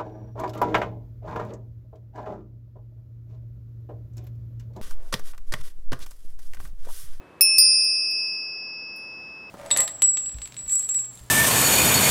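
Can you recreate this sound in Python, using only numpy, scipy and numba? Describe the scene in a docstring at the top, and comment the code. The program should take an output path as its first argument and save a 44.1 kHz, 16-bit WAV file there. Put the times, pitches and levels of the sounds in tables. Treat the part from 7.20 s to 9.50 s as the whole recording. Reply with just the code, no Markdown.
"""A small bronze hand bell swings close to the microphone in a quiet room.
Its clapper strikes one side of the rim, then the other, and later only grazes it; each touch clicks.
The bell rings with many tones: close pairs beat against each other, and all waver as the bell turns.
Soft room noise and a faint hum lie underneath. An automatic volume control turns everything down
after the blows and slowly lets the room noise back."""
import sys
import numpy as np
from scipy import signal
from scipy.fft import rfft, irfft
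from scipy.io import wavfile
from scipy.ndimage import uniform_filter1d, minimum_filter1d
from numba import njit

SR = 44100
rng = np.random.default_rng(int(sys.argv[2]) if len(sys.argv) > 2 else 0)


def waveform_to_disk(signal):
    """Save audio, clipped to [-1, 1], as 16-bit WAV at the path in sys.argv[1]."""
    frames = np.transpose(np.atleast_2d(signal))
    scaled = np.clip(frames, -1, 1) * 32767
    samples = np.round(scaled).astype(np.int16)
    wavfile.write(sys.argv[1], SR, samples)


N = 101429

# tone colour of the room noise (frequency [Hz], relative level [dB])
ROOM_COLOUR = [(25, -34), (42, -26), (60, -3), (90, -5), (200, -1), (420, -1), (700, -6), (1100, -5),
               (2000, -14), (4000, -25.5), (7000, -34), (12000, -36), (16000, -54)]
# faint hum tones in the room (frequency [Hz], level [dB])
HUM_TONES = [(318, -67), (365, -66), (506, -64), (736, -67), (1005, -69)]
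# hard blows, one on each side of the rim (time [s], click level [dB])
BLOWS = [(0.209, -14), (.3831, -15)]
# light grazes of the clapper (time [s], offset to each tone's graze level [dB], click level [dB])
GRAZES = [(.6435, 2, -31), (.9094, 1, -36), (1.761, -1, -45), (1.9984, -30, -64)]
# tone colour of a blow's click (frequency [Hz], relative level [dB])
BLOW_COLOUR = [(400, -25), (1200, -16), (2200, -9), (3300, -4), (6000, -1), (8500, 0), (11000, -7),
               (12500, 2), (15500, -1.5), (17000, -20)]
# tone colour of a graze's click (frequency [Hz], relative level [dB])
GRAZE_COLOUR = [(1500, -32), (7000, -23.5), (7900, -7), (9000, -18), (11300, -22), (12400, -1.5),
                (13500, -5), (15500, 3), (17000, -24.5)]
# the ringing tones, listed by frequency [Hz]; 12565 and 12722 Hz are the clapper's own ring, the rest the
# bell's: (time to fade by 60 dB [s], first blow level [dB], return blow level [dB], graze level [dB])
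RING_TONES = { 2563: (4.0, -47, -41, -94), 2592.7: (6.8, -21.2, -23, -92), 4966.1: (2.25, -31, -8.3, -90),
              5042: (2.3, -42, -18.5, -90), 5167.6: (2.4, -18.5, -27, -90),
              5354.8: (2.6, -13.3, -10.3, -90), 9066: (1.03, -20.5, -15.7, -73.5),
              9229: (0.9849, -19, -8.4, -80.5), 10038: (.35, -14, -24, -50.5), 10064: (.35, -23, -33, -66),
              12565: (.07, -29, -44, -62), 12722: (.08, -27, -45, -61), 13933: (.095, -8, -28, -61),
              14150: (.13, -17, -11, -55), 15390: (.08, -36, -44, -60), }
# one tone fades and returns as the bell turns its quiet side to the microphone (time [s], level [dB])
TURNING_LEVEL = [(.21, 0), (.38, -6), (.75, -7), (.97, -18), (1.28, -1), (1.5, 2), (1.8, 6), (2.3, 3)]
# the whole ring rises and falls as the bell sways nearer and farther (time [s], level [dB])
SWAY_LEVEL = [(0, 0), (.85, -.5), (1.0, 1.5), (1.3, -1), (1.6, .5), (2.3, -.3)]

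TURNING_HZ = 5167.6  # the tone that follows TURNING_LEVEL


def undb(db):
    """Turns decibels into a factor to multiply by."""
    return 10 ** (np.asarray(db) / 20)


def fade(age, t60):
    """Starts at age zero and dies away by 60 dB every t60 seconds."""
    return (age >= 0) * np.exp(-np.log(1000) * np.maximum(age, 0) / t60)


def drift(per_second):
    """A smooth random wobble that heads for a new value per_second times a second."""
    hold = int(SR / per_second)
    steps = rng.standard_normal(size=64)[np.arange(N) // hold % 64]
    return uniform_filter1d(uniform_filter1d(steps, hold), hold)


def coloured(sound, colour):
    """Makes some frequencies stronger and others weaker; white noise keeps its overall level."""
    hz, db = np.array(colour, float).T
    frequencies = np.maximum(np.arange(N // 2 + 1) * SR / N, 1)
    gain = undb(np.interp(np.log(frequencies), np.log(hz), db))
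    return irfft(rfft(sound) * gain / np.sqrt(np.mean(gain ** 2)), N)


@njit
def follow_level(sound, attack_s, release_s):
    """Tracks how loud a sound is, rising over about attack_s and falling over about release_s."""
    levels, level = np.empty(len(sound)), 0.
    for i in range(len(sound)):
        gap = abs(sound[i]) - level
        level += gap / (SR * (attack_s if gap > 0 else release_s))
        levels[i] = level
    return levels


def room(t):
    """Soft, steady noise with a few unsteady hum tones."""
    hum = np.zeros(N)
    for hz, db in HUM_TONES:
        waver = 1 + .69 * drift(per_second=7)
        hum += undb(db) * waver * np.sin(2 * np.pi * hz * t + drift(per_second=7))
    return undb(-51.4) * coloured(rng.standard_normal(N), ROOM_COLOUR) + hum


def click(age, colour):
    """Metal meets metal: a short crack, its echo from the nearest wall and a brief room tail."""
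    crack_t60_s, echo_delay_s = .0054, .0085
    crack = fade(age, crack_t60_s)
    echo = undb(-14) * fade(age - echo_delay_s, crack_t60_s)
    tail = undb(-24) * fade(age, t60=.11)
    return coloured(rng.standard_normal(N) * (crack + echo + tail), colour)


def clapper(t):
    """The clapper clicks once in a hard blow; in a graze it touches twice, with two thin ticks."""
    bounce_s, bounce_db = .0055, -4
    clicks = sum(undb(db) * click(t - start, BLOW_COLOUR) for start, db in BLOWS)
    for start, _, db in GRAZES:
        first = click(t - start, GRAZE_COLOUR)
        second = undb(bounce_db) * click(t - start - bounce_s, GRAZE_COLOUR)
        clicks += undb(db) * (first + second)
    return clicks


def contact(age, rise_s=.0004):
    """The ring builds smoothly from 0 to 1 while the clapper presses on the rim."""
    return np.sin(np.pi / 2 * np.clip(age / rise_s, 0, 1)) ** 2


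def bell(t):
    """The bronze bell and its clapper ring in fading tones: a blow restarts each one, a graze adds mostly to
    the high ones."""
    # one low tone still sounds from an earlier blow
    ring = undb(-60) * fade(t, t60=6.3) * np.sin(2 * np.pi * 2592.7 * t)
    for hz, (t60, first_db, return_db, graze_db) in RING_TONES.items():
        strength = np.zeros(N)
        for (start, _), db in zip(BLOWS, (first_db, return_db)):
            fresh = undb(db) * fade(t - start, t60)
            strength += contact(t - start) * (fresh - strength)  # the new ring replaces the old
        for start, offset_db, _ in GRAZES:
            strength += contact(t - start) * undb(graze_db + offset_db) * fade(t - start, t60)
        waver_db = .4 * drift(per_second=3)  # each tone wavers as the bell turns
        if hz == TURNING_HZ:
            waver_db += np.interp(t, *np.array(TURNING_LEVEL).T)
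        tone = np.sin(2 * np.pi * (hz * t + rng.random()))
        ring += strength * undb(waver_db) * tone
    sway_db = np.interp(t, *np.array(SWAY_LEVEL).T)
    return ring * undb(sway_db)


def scene():
    """The bell and its clapper over the noise of the room, in one channel."""
    t = np.arange(N) / SR
    return (bell(t) + clapper(t) + room(t))[None]


def record(dry):
    """The recorder turns loud sound down, recovers slowly, holds back peaks and cuts the top treble."""
    threshold_db, ratio, peak_limit, top_hz = -13, 2.2, .85, 16100
    level = follow_level(dry[0], attack_s=.01, release_s=1.45)
    excess = np.maximum(level / undb(threshold_db), 1)
    turned_down = dry * excess ** (1 / ratio - 1)
    window = int(.003 * SR)  # the volume dips for a few milliseconds around a peak that is too high
    peak_gain = peak_limit / np.maximum(np.abs(turned_down), peak_limit)
    limited = turned_down * uniform_filter1d(minimum_filter1d(peak_gain, window), window)
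    treble_cut = signal.ellip(8, .2, 80, top_hz, fs=SR, output="sos")
    return signal.sosfilt(treble_cut, limited)


dry = scene()
out = record(dry)
waveform_to_disk(out)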